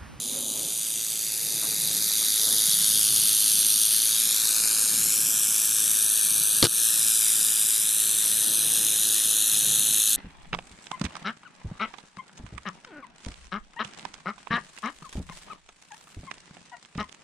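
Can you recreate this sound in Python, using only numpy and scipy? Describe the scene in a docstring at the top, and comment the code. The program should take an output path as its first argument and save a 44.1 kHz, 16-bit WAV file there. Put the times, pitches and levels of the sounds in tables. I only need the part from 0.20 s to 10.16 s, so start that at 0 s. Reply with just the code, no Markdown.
"""A rattlesnake under a rock ledge shakes its tail without a pause while a hand-held camera creeps up to it.
Hollow horny segments clash on every stroke: each clash is a click and a dying spray of noise.
Echoes off ground and rock are drawn as notches that slide through the buzz.
The snake strikes once: noise cracks and ringing modes of the casing, and gain control ducks for a moment.
Behind it lie lumpy noise from moving air, scuffs on the dirt, murmurs of the hand and one faint tone."""
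import sys
import numpy as np
from scipy import signal
from scipy.io import wavfile
from scipy.ndimage import uniform_filter1d

SR = 44100
rng = np.random.default_rng(int(sys.argv[2]) if len(sys.argv) > 2 else 0)


def transcribe(signal):
    """Save signal, clipped to [-1, 1], as a 16-bit WAV file at the path in sys.argv[1]."""
    frames = np.atleast_2d(signal).T
    limited = np.clip(frames, -1, 1)
    pcm = np.round(limited * 32767).astype(np.int16)
    wavfile.write(sys.argv[1], SR, pcm)


N = 439236
TIME = np.arange(N) / SR


def gain_of(db):
    """Decibels to amplitude."""
    return 10 ** (np.asarray(db) / 20)


def evened(x):
    """Scales to rms 1."""
    return x / np.sqrt(np.mean(x ** 2) + 1e-20)


def steadied(voice, window_s=.2):
    """Holds the running rms of the mid channel at 1."""
    power = uniform_filter1d(voice[0] ** 2, round(window_s * SR))
    return voice / np.sqrt(abs(power) + 1e-14)


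def curves(rows, t=TIME):
    """Each column of a table, joined by straight lines in time."""
    s, *columns = np.transpose(rows)
    return [np.interp(t, s, column) for column in columns]


def outline(points, hz):
    """Reads a (Hz, dB) outline on a log-frequency axis."""
    f, db = np.transpose(points)
    return np.interp(np.log(hz + 1), np.log(f), db)


def coloured(x, points, size=4096):
    """Causal minimum-phase filter with the given outline."""
    log_gain = np.log(gain_of(outline(points, abs(np.fft.fftfreq(size, 1 / SR)))))
    taps = np.fft.ifft(np.exp(signal.hilbert(log_gain).conj())).real
    return signal.oaconvolve(x, taps[:size // 2])[:len(x)]


def bell(x, centre, width):
    """Bell curve of height 1."""
    return np.exp(-.5 * ((x - centre) / width) ** 2)


def swell(s, length):
    """A smooth rise and fall around a moment."""
    return np.cos(np.pi * np.clip((TIME - s) / length, -.5, .5)) ** 2


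def wander(t, per_s, size=256):
    """Random drift of about unit size, with a new value so many times a second."""
    return np.interp(t * per_s, np.arange(size), rng.standard_normal(size))


def add(mix, s, sound):
    """Mixes a sound in at a time."""
    part = mix[round(s * SR):][:len(sound)]
    part += sound[:len(part)]


def low_noise(colour, apart=0.18, left_db=1, right_db=-1):
    """Soft noise, nearly alike at both ports and stronger at the left one."""
    mid, side = (evened(coloured(rng.standard_normal(N), colour)) for _ in range(2))
    left = gain_of(left_db) * (mid + apart * side)
    right = gain_of(right_db) * (mid - apart * side)
    return np.array([left, right])


# colour of the low air rumble: pitch_hz, level_db
RUMBLE_COLOUR = [(20, -24), (50, -16.5), (90, -5), (115, -6), (143, 2), (190, -1.5), (260, -2.5),
                 (340, -17), (600, -31.5)]
# colour of the softer rustle above it: pitch_hz, level_db
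RUSTLE_COLOUR = [(180, -36.5), (290, 1), (325, 2), (365, 0.5), (480, -1), (650, -5.5), (900, -8),
                 (1400, -25.5), (3000, -24)]
# soft swells of air and handling noise: middle_s, length_s, rumble_db, rustle_db
AIR_SWELLS = [(0.277, 0.78, -68, -48), (1.207, 3.5, -58, -52), (1.762, 1.4, -53, -53),
              (2.296, 0.44, -52, -46.5), (2.794, 1.4, -51.5, -55.5), (4.884, 0.91, -48.5, -58),
              (6.126, 0.45, -55, -65), (8.804, 3.6, -53.5, -51), (9.5, 0.88, -48, -57)]
RUMBLE_FLOOR_DB, RUSTLE_FLOOR_DB = -54, -59.5
GUST_DB, GUSTS_PER_S = 2.5, 14  # the low noise comes in small lumps


def air():
    """A low rumble and rustle of filtered noise, with lumpy swells from moving air."""
    rumble_power, rustle_power = gain_of(RUMBLE_FLOOR_DB) ** 2, gain_of(RUSTLE_FLOOR_DB) ** 2
    for s, length, rumble_db, rustle_db in AIR_SWELLS:
        shape = swell(s, length)
        rumble_power = rumble_power + (gain_of(rumble_db) * shape) ** 2
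        rustle_power = rustle_power + (gain_of(rustle_db) * shape) ** 2
    gusts = gain_of(GUST_DB * wander(TIME, GUSTS_PER_S))
    rumble = np.sqrt(rumble_power) * low_noise(RUMBLE_COLOUR)
    rustle = np.sqrt(rustle_power) * low_noise(RUSTLE_COLOUR)
    return gusts * (rumble + rustle)


# one faint tone: middle_s, length_s, pitch_hz, level_db (rms at the top of the swell)
FAINT_TONE = (3.2, 2.2, 275, -58)


def faint_tone():
    """A soft sine that swells and fades."""
    s, length, hz, db = FAINT_TONE
    return gain_of(db) * np.sqrt(2) * swell(s, length) * np.sin(2 * np.pi * hz * TIME)


# the hand shifts on the camera and the casing murmurs: middle_s, length_s, pitch_hz, level_db (before the port gains)
HAND_SHIFTS = [(.25, 0.78, 245, -46), (0.303, 0.62, 547, -46), (1.75, 0.78, 175, -49),
               (2.55, .45, 179, -50), (2.95, 0.64, 130.6, -48), (4.88, .55, 365, -52.5),
               (8.9, 2.2, 305, -55)]
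GRIP_VALUES_PER_S = 70  # random levels per second, which blur each pitch into a narrow band


def grips(left_db=1, right_db=-3):
    """Each shift of the hand is a narrow rumble: a sine at its own pitch with a randomly wandering level."""
    rumble = np.zeros(N)
    for s, length, hz, db in HAND_SHIFTS:
        blurred = wander(TIME, GRIP_VALUES_PER_S, size=2048) * np.sin(2 * np.pi * hz * TIME)
        rumble += gain_of(db) * np.sqrt(2) * swell(s, length) * blurred
    return gain_of([[left_db], [right_db]]) * rumble


# small scuffs on the dirt: start_s, level_db, length_s
DIRT_SCUFFS = [(1.4, -45, 0.087), (1.512, -47, 0.031), (1.894, -44, 0.036), (2.01, -43, 0.025),
               (2.257, -51, 0.066), (8.021, -46, 0.049)]
# colour of the gritty dirt: pitch_hz, level_db
DIRT_COLOUR = [(80, -18), (200, -16), (600, 1), (900, -3), (1400, 2), (3000, -22), (8000, -35)]


def scuffs():
    """Short gritty swells of noise from the dirt."""
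    envelope = np.zeros(N)
    for s, db, length in DIRT_SCUFFS:
        add(envelope, s, gain_of(db) * np.hanning(round(length * SR)))
    return envelope * evened(coloured(rng.standard_normal(N), DIRT_COLOUR))


# the strike clatters on the camera, before the colour and the trims in strike():
# start_s, crack_db, thump_db, crack_decay_ms (time constant), crack_treble_db
STRIKE_KNOCKS = [(6.427, 8, -7, 2, -8), (6.431, 11, -3, 1.4, -11), (6.4345, -2, -3, 4, 0),
                 (6.4402, 5, -6, 1.3, -2), (6.442, 8, -4, 1.4, 1), (6.4445, -1, -14, 5, 0),
                 (6.4492, 4, -17, 1.4, -2), (6.4507, 8, -11, 1.1, -2), (6.4532, 6, -9, 1.2, -2),
                 (6.4555, 3, -21, 4.5, -6), (6.4685, 2, -21, .9, 1)]
# colour of the cracks: pitch_hz, level_db
CRACK_COLOUR = [(100, -9), (480, -10), (800, -13), (1400, -5), (2200, -17), (2700, -9), (4300, -1.5),
                (5500, -5.5), (7700, -7.5), (9500, -4), (13000, -13)]
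# ringing modes of the camera casing: pitch_hz, level_db, t60_s
CASING_MODES = [(142, -4, .038), (240, -10, .025), (335, -6.5, .042), (450, -12, .03), (900, -22, .049),
                (1350, -11, .0088)]
TREBLE_HZ = 5260  # the treble of a crack lies above this


def strike(crack_db=0.0, thump_db=1, left_db=2, right_db=-4, right_lag_rad=0.45, low_cut_hz=110, size=4000):
    """A quick cluster of noise cracks, each of which also rings the camera casing, most of all at the left port."""
    t, cracks, thumps = TIME[:size], np.zeros(N), np.zeros((2, N))
    rings = []
    for port_db, lag in ((left_db, 0), (right_db, right_lag_rad)):
        modes = [gain_of(db - 60 * t / t60) * np.sin(2 * np.pi * hz * t - lag) for hz, db, t60 in CASING_MODES]
        rings.append(gain_of(port_db) * sum(modes))
    below = signal.butter(6, TREBLE_HZ, fs=SR, output="sos")
    for s, sharp_db, dull_db, decay_ms, treble_db in STRIKE_KNOCKS:
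        crack = rng.standard_normal(size) * np.exp(-1000 * t / decay_ms)
        body = signal.sosfiltfilt(below, crack, padtype=None)
        treble = crack - body
        add(cracks, s, gain_of(sharp_db) * (body + gain_of(treble_db) * treble))
        for port, ring in zip(thumps, rings):
            add(port, s, gain_of(dull_db) * ring)
    thumps = signal.sosfilt(signal.butter(2, low_cut_hz, "high", fs=SR, output="sos"), thumps)
    return gain_of(crack_db) * coloured(cracks, CRACK_COLOUR) + gain_of(thump_db) * thumps


# alarms that quicken the tail: start_s, added_strokes_per_s, rise_s
TAIL_ALARMS = [(.25, 4.47, 0.49), (3.6, 4.22, 0.42), (4.551, 2.6, 0.33), (6.42, 8.5, .08),
               (7.499, 1.96, 0.98)]
# tail strokes, two to a full shake: a resting pace, to which the tail sinks back after each alarm
REST_STROKES_PER_S, CALM_S = 107, .5


def pace():
    """Tail strokes per second: each alarm speeds the tail up, then it calms exponentially."""
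    strokes_per_s = np.full(N, float(REST_STROKES_PER_S))
    for s, added, rise in TAIL_ALARMS:
        quicken = np.clip((TIME - s) / rise, 0, 1)
        calm = np.exp(-np.maximum(TIME - s - rise, 0) / CALM_S)
        strokes_per_s += added * quicken * calm
    return strokes_per_s


# segment clashes within one shake, out and back: share_of_shake, crisp_db, bright_db, hollow_db
SHAKE_CLASHES = [(.03, 1, -5, -10), (.092, -1.5, 3, -3), (.17, -4.5, -5, 3), (.262, 0, -2, -7),
                 (.53, 1, -5, -9), (.592, -1.5, 3, -4), (.67, -4, -5, 2), (.762, 0, -2, -6)]
# the tail favours first the outward stroke, later the return:
# time_s, accent_db (gain of the outward opening clashes and loss of the returning ones)
STROKE_ACCENT = [(4.3, 1.45), (5.2, -1.5)]
OPENING_SHARE = .25  # clashes this early in a stroke open it


def clashes(jitter=.005, stroke_jitter=.003, clash_db=.4, stroke_db=.4):
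    """Sample index and random force of each clash, one row per shake; jitters are shares of a shake."""
    shakes = np.cumsum(pace() / 2) / SR
    count, share = int(shakes[-1]) + 1, np.transpose(SHAKE_CLASHES)[0]
    # chance for each clash, then for each whole shake
    slip, force = rng.standard_normal((count, 2, len(SHAKE_CLASHES))).transpose(1, 0, 2)
    late, vigour = rng.standard_normal((2, count, 1))
    due = np.arange(count)[:, None] + share + jitter * slip + stroke_jitter * late
    at = np.searchsorted(shakes, due)
    opening = share * 2 % 1 < OPENING_SHARE
    outward = np.sign(.5 - share)
    accent_db = opening * outward * curves(STROKE_ACCENT, at / SR)[0]
    heard = (at < N) * (at > 0)
    return np.minimum(at, N - 1), gain_of(accent_db + clash_db * force + stroke_db * vigour) * heard


def shell(at, force, decay_s, scrape_db, click_db, alike=False):
    """Each clash is a clean click and a quickly dying spray of noise, with faint scraping between; mid and side.
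    Clicks that push alike on every shake add up to faint overtones of the tail's pace."""
    blows = np.bincount(at.ravel(), force.ravel() ** 2, N)
    power = signal.lfilter([1], [1, -np.exp(-2 / (decay_s * SR))], blows)
    level = np.sqrt(power / power.mean() + gain_of(scrape_db) ** 2)
    spray = level * rng.standard_normal((2, N))
    push = rng.choice([-1, 1], (2, N))
    if alike:
        push[0] = 1
    return spray + gain_of(click_db) * evened(np.sqrt(blows)) * push


# the echo off the ground as the camera moves: time_s, lag_ms behind the direct sound, strength (share of depth)
GROUND_ECHO = [(0, .455, .2), (.75, .47, .6), (1.2, .476, .65), (1.7, .485, .75), (2.4, .487, .5),
               (2.6, .52, .1), (2.95, .64, .1), (3.2, .66, .45), (3.8, .668, .5), (4.0, .6, .5),
               (4.2, .51, .6), (4.42, .445, .7), (4.7, .447, .7), (5.0, .393, .75), (5.7, .369, .75),
               (6.35, .37, .9), (6.6, .368, .7), (6.9, .395, .6), (7.5, .395, .8), (7.85, .38, .95),
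               (8.3, .378, .7), (8.75, .347, .45), (9.96, .342, .5)]
# it cancels pitches that it delays by about an odd number of half cycles: lag_cycles, half_width_cycles, depth_db
GROUND_COMB = [(2.56, .075, 11), (3.47, .075, 11), (5.24, .08, 6)]
# close to the snake all ground notches but the first fade: time_s, share
UPPER_COMB_FADE = [(4.9, 1), (5.8, 0.035)]
# sliding notches, depths before wavering and ECHO_DEPTH; each: time_s, centre_hz, half_width_hz, depth_db
# (a depth below 0 is silent); two from the overhanging ledge and the rocks around
LEDGE = [(0, 11400, 600, 8), (.75, 10700, 400, 7), (1.0, 9300, 280, 8), (1.22, 8000, 170, 11),
         (1.6, 8150, 200, 8), (2.0, 7850, 170, 9), (2.3, 7950, 190, 9), (2.65, 7400, 190, 11),
         (3.2, 7050, 160, 11), (3.75, 7000, 160, 11), (4.0, 7500, 190, 10), (4.33, 9250, 230, 7),
         (4.65, 9700, 230, 5), (5.0, 11300, 240, 7), (5.5, 11500, 240, 4), (5.9, 12500, 240, 0)]
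SLAB = [(.5, 12600, 250, 2), (1.0, 11400, 230, 6), (1.35, 10350, 200, 6), (1.9, 9800, 200, 6),
        (2.35, 8600, 260, 6), (2.7, 8300, 350, 4), (3.2, 8050, 300, 6), (3.75, 7900, 300, 6),
        (4.2, 10400, 250, 3), (4.6, 12300, 250, 2), (5, 12800, 250, 0)]
# a third from the rocks, near 4 to 4.5 kHz early and 5.5 kHz late: same columns
ROCK = [(0, 4500, 350, 3), (1.0, 4000, 200, 6), (1.5, 4200, 200, 1), (2.3, 4200, 170, 3),
        (2.85, 3950, 160, 6), (3.3, 3950, 150, 0), (6.5, 5400, 300, 0), (7.7, 5500, 250, 4),
        (8.3, 5430, 130, 13), (9.1, 5500, 130, 15), (9.96, 5620, 130, 12)]
# three from the surrounding rock: same columns
LOW = [(0, 1910, 485, 17), (1.2, 1920, 313, 1), (4.2, 2020, 213, 9), (5.1, 2030, 152, 14),
       (5.7, 2070, 150, 15), (6.3, 2070, 126, 39), (6.7, 2080, 142, 20), (7.6, 2070, 180, 6.5),
       (8.4, 2160, 173, 14), (9.96, 2178, 194, 15)]
MID = [(0, 5400, 300, 8), (.7, 5200, 280, 5), (1.2, 5200, 200, 2), (2.4, 5100, 170, 0), (2.8, 5150, 170, 5),
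       (3.9, 5170, 182, 3), (4.5, 4700, 200, 0), (5.0, 4700, 250, 6), (5.5, 4900, 250, 8),
       (6.35, 5250, 220, 11), (6.7, 4750, 170, 10), (7.1, 4300, 170, 8), (7.5, 4400, 230, 7),
       (7.8, 4850, 210, 10), (8.5, 4680, 220, 12), (9.96, 4900, 230, 16)]
HIGH = [(0, 8300, 330, 12), (.65, 8300, 280, 2), (1.35, 8950, 200, 4), (1.8, 8600, 200, 10),
        (2.35, 8300, 200, 3.5), (5.3, 7500, 250, 0), (5.8, 7500, 250, 2), (6.5, 7600, 250, 7),
        (6.9, 7500, 200, -7), (7.8, 7600, 199.8, -4), (8.4, 7400, 250, 9.5), (8.8, 8220, 250, 4),
        (9.96, 8800, 249, 9)]
# a notch from the ground, sliding between about 2.5 and 4.3 kHz: same columns
GROUND_SLIDE = [(.5, 3000, 250, -3), (1.2, 3170, 251, 6), (1.8, 3020, 320, 7), (2.3, 2650, 320, 8.5),
                (2.9, 2460, 220, 4.5), (3.8, 2550, 198, 1.5), (4.4, 3350, 251, 9), (4.8, 3540, 250, 6),
                (5.15, 4000, 300, 8.5), (6.1, 4270, 300, 1.5)]
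# a shallow notch high up, close to the snake: same columns
TOP = [(4.7, 9400, 350, 0), (5.0, 9500, 350, 7), (5.5, 9450, 400, 6), (5.85, 11100, 400, 2),
       (7.2, 11100, 300, 0.5), (9.96, 11300, 500, 3)]
ECHO_DEPTH = 1.3  # scales every notch depth
SCATTER_HZ = 12500  # rough ground scatters the treble above this, so the ground comb fades
# the hand and the tail tremble, so the sliding notches waver in pitch and in depth
WAVERS_PER_S, WAVER_HZ, WAVER_SHARE = 11, 35, .28


def reflected(hz, t):
    """Loss in dB per frequency and moment: a comb from the ground echo, and single wavering notches."""
    lag_ms, strength = curves(GROUND_ECHO, t)
    cycles = hz * lag_ms / 1000
    unscattered = 1 / (1 + (hz / SCATTER_HZ) ** 10)
    first, *higher = [depth_db * bell(cycles, centre, width) for centre, width, depth_db in GROUND_COMB]
    loss = strength * unscattered * (first + curves(UPPER_COMB_FADE, t)[0] * sum(higher))
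    for notch in (LEDGE, SLAB, LOW, GROUND_SLIDE, MID, ROCK, HIGH, TOP):
        centre, width, depth_db = curves(notch, t)
        depth_db = depth_db * (1 + WAVER_SHARE * wander(t, WAVERS_PER_S))
        centre = centre + WAVER_HZ * wander(t, WAVERS_PER_S)
        loss = loss + np.maximum(depth_db, 0) * bell(hz, centre, width)
    return ECHO_DEPTH * loss


WIDEN_DB_PER_DB = 11.5  # the further a sound leans left, the less alike the ports are


def ports(voice, lean_db=0):
    """Mid and side to left and right; a sound that leans left also widens."""
    mid, side = voice[0], voice[1] * gain_of(WIDEN_DB_PER_DB * lean_db)
    return np.array([(mid + side) * gain_of(lean_db / 2), (mid - side) * gain_of(-lean_db / 2)])


# level of the rattle as the camera creeps closer: time_s, treble_db (crisp and bright clashes), hollow_db, dull_db
APPROACH = [(0.0, -28.5, -39, -51.5), (0.6, -26, -38.5, -53), (1.2, -26, -36.5, -50),
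            (1.9, -22, -31, -46.5), (2.4, -19.5, -28.5, -45.5), (3.551, -18.5, -29.5, -47.5),
            (4.0, -20.5, -30.0, -44.5), (4.45, -20.5, -31.5, -41), (5.1, -19.5, -36.5, -44),
            (6.35, -20.5, -34, -44.5), (7.0, -19.5, -33, -43.5), (7.7, -21, -34.5, -45.5),
            (8.8, -20.5, -31.5, -45.5), (9.96, -19, -30.5, -47)]
# colour of the clashing segments: pitch_hz, level_db
SHELL_COLOUR = [(60, -39), (320, -23.5), (800, -31), (1150, -24), (1500, -18), (2100, -12.5), (2800, -17),
                (3250, -12.5), (3750, -6.5), (4200, -9), (4700, -9), (5600, -7), (6400, -4.5), (7700, -3),
                (8600, -1), (9800, 0.3), (10600, -0.8), (11400, -3), (12500, -5)]
# stereo width of the rattle: pitch_hz, side_db (before the lean widens the treble)
SIDE_WIDTH = [(1000, -71), (2300, -33), (4000, -12.5), (6000, -69), (8000, -32), (10000, -19),
              (12500, -30.5)]
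# how far the treble leans to the left port: time_s, left_minus_right_db
TREBLE_LEAN = [(0, -1), (3.7, 0.5), (4.2, 1.1), (5.3, 0.9), (5.7, 1.5), (8, 1.06), (9.96, 0.74)]


def rattle():
    """Crisp and bright clashes, hollow ring and dull chatter of the same segments, heard among the rocks."""
    at, force = clashes()
    _, crisp_db, bright_db, hollow_db = np.transpose(SHAKE_CLASHES)
    dull_db = (bright_db + hollow_db) / 2
    crisp = shell(at, force * gain_of(crisp_db), decay_s=0.0022, scrape_db=-10.0, click_db=-14)
    bright = shell(at, force * gain_of(bright_db), decay_s=0.0022, scrape_db=-7.5, click_db=-6)
    hollow = shell(at, force * gain_of(hollow_db), decay_s=0.0031, scrape_db=-5.5, click_db=-5)
    dull = shell(at, force * gain_of(dull_db), decay_s=0.003, scrape_db=1.0, click_db=-3, alike=True)
    hz, t, spectra = signal.stft(np.array([crisp, bright, hollow, dull]), SR, nperseg=640)
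    hz = hz[:, None]
    # each voice holds its own register, with soft borders
    top, high, middle = (np.clip((hz - edge) / 400 + .5, 0, 1) for edge in (7300, 5300, 2500))
    spectra *= np.sqrt([top, high - top, middle - high, 1 - middle])[:, None]
    spectra *= gain_of(outline(SHELL_COLOUR, hz) - reflected(hz, t))
    spectra[:, 1] *= gain_of(outline(SIDE_WIDTH, hz))
    crisp, bright, hollow, dull = signal.istft(spectra, SR)[1][..., :N]
    treble_db, hollow_db, dull_db = curves(APPROACH)
    treble = gain_of(treble_db) * steadied(crisp + bright)
    hollow = gain_of(hollow_db) * steadied(hollow)
    dull = gain_of(dull_db) * steadied(dull)
    return ports(treble, curves(TREBLE_LEAN)[0]) + ports(hollow + dull)


def scene():
    """Everything at the two microphone ports."""
    return air() + faint_tone() + grips() + scuffs() + strike() + rattle()


CEILING_DB, EDGE_HZ = -2.5, 12990  # peak level above which the gain ducks; upper band limit


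def record(dry, recover_db_per_s=70, attack_s=.003, overload=.68):
    """Gain control ducks within moments and recovers steadily, loud peaks overload softly; then the band limit."""
    peak_db = 20 * np.log10(abs(dry).max(0) + 1e-9)
    fall = TIME * recover_db_per_s
    held_db = np.maximum.accumulate(peak_db + fall) - fall
    over_db = np.maximum(held_db - CEILING_DB, 0)
    keep = np.exp(-1 / (attack_s * SR))
    ducked = dry / gain_of(signal.lfilter([1 - keep], [1, -keep], over_db))
    clipped = ducked / (1 + (ducked / overload) ** 4) ** .25
    band_limit = signal.firwin(1201, EDGE_HZ, window=("kaiser", 8), fs=SR)
    return signal.oaconvolve(clipped, band_limit[None], "same")


dry = scene()
out = record(dry)
transcribe(out)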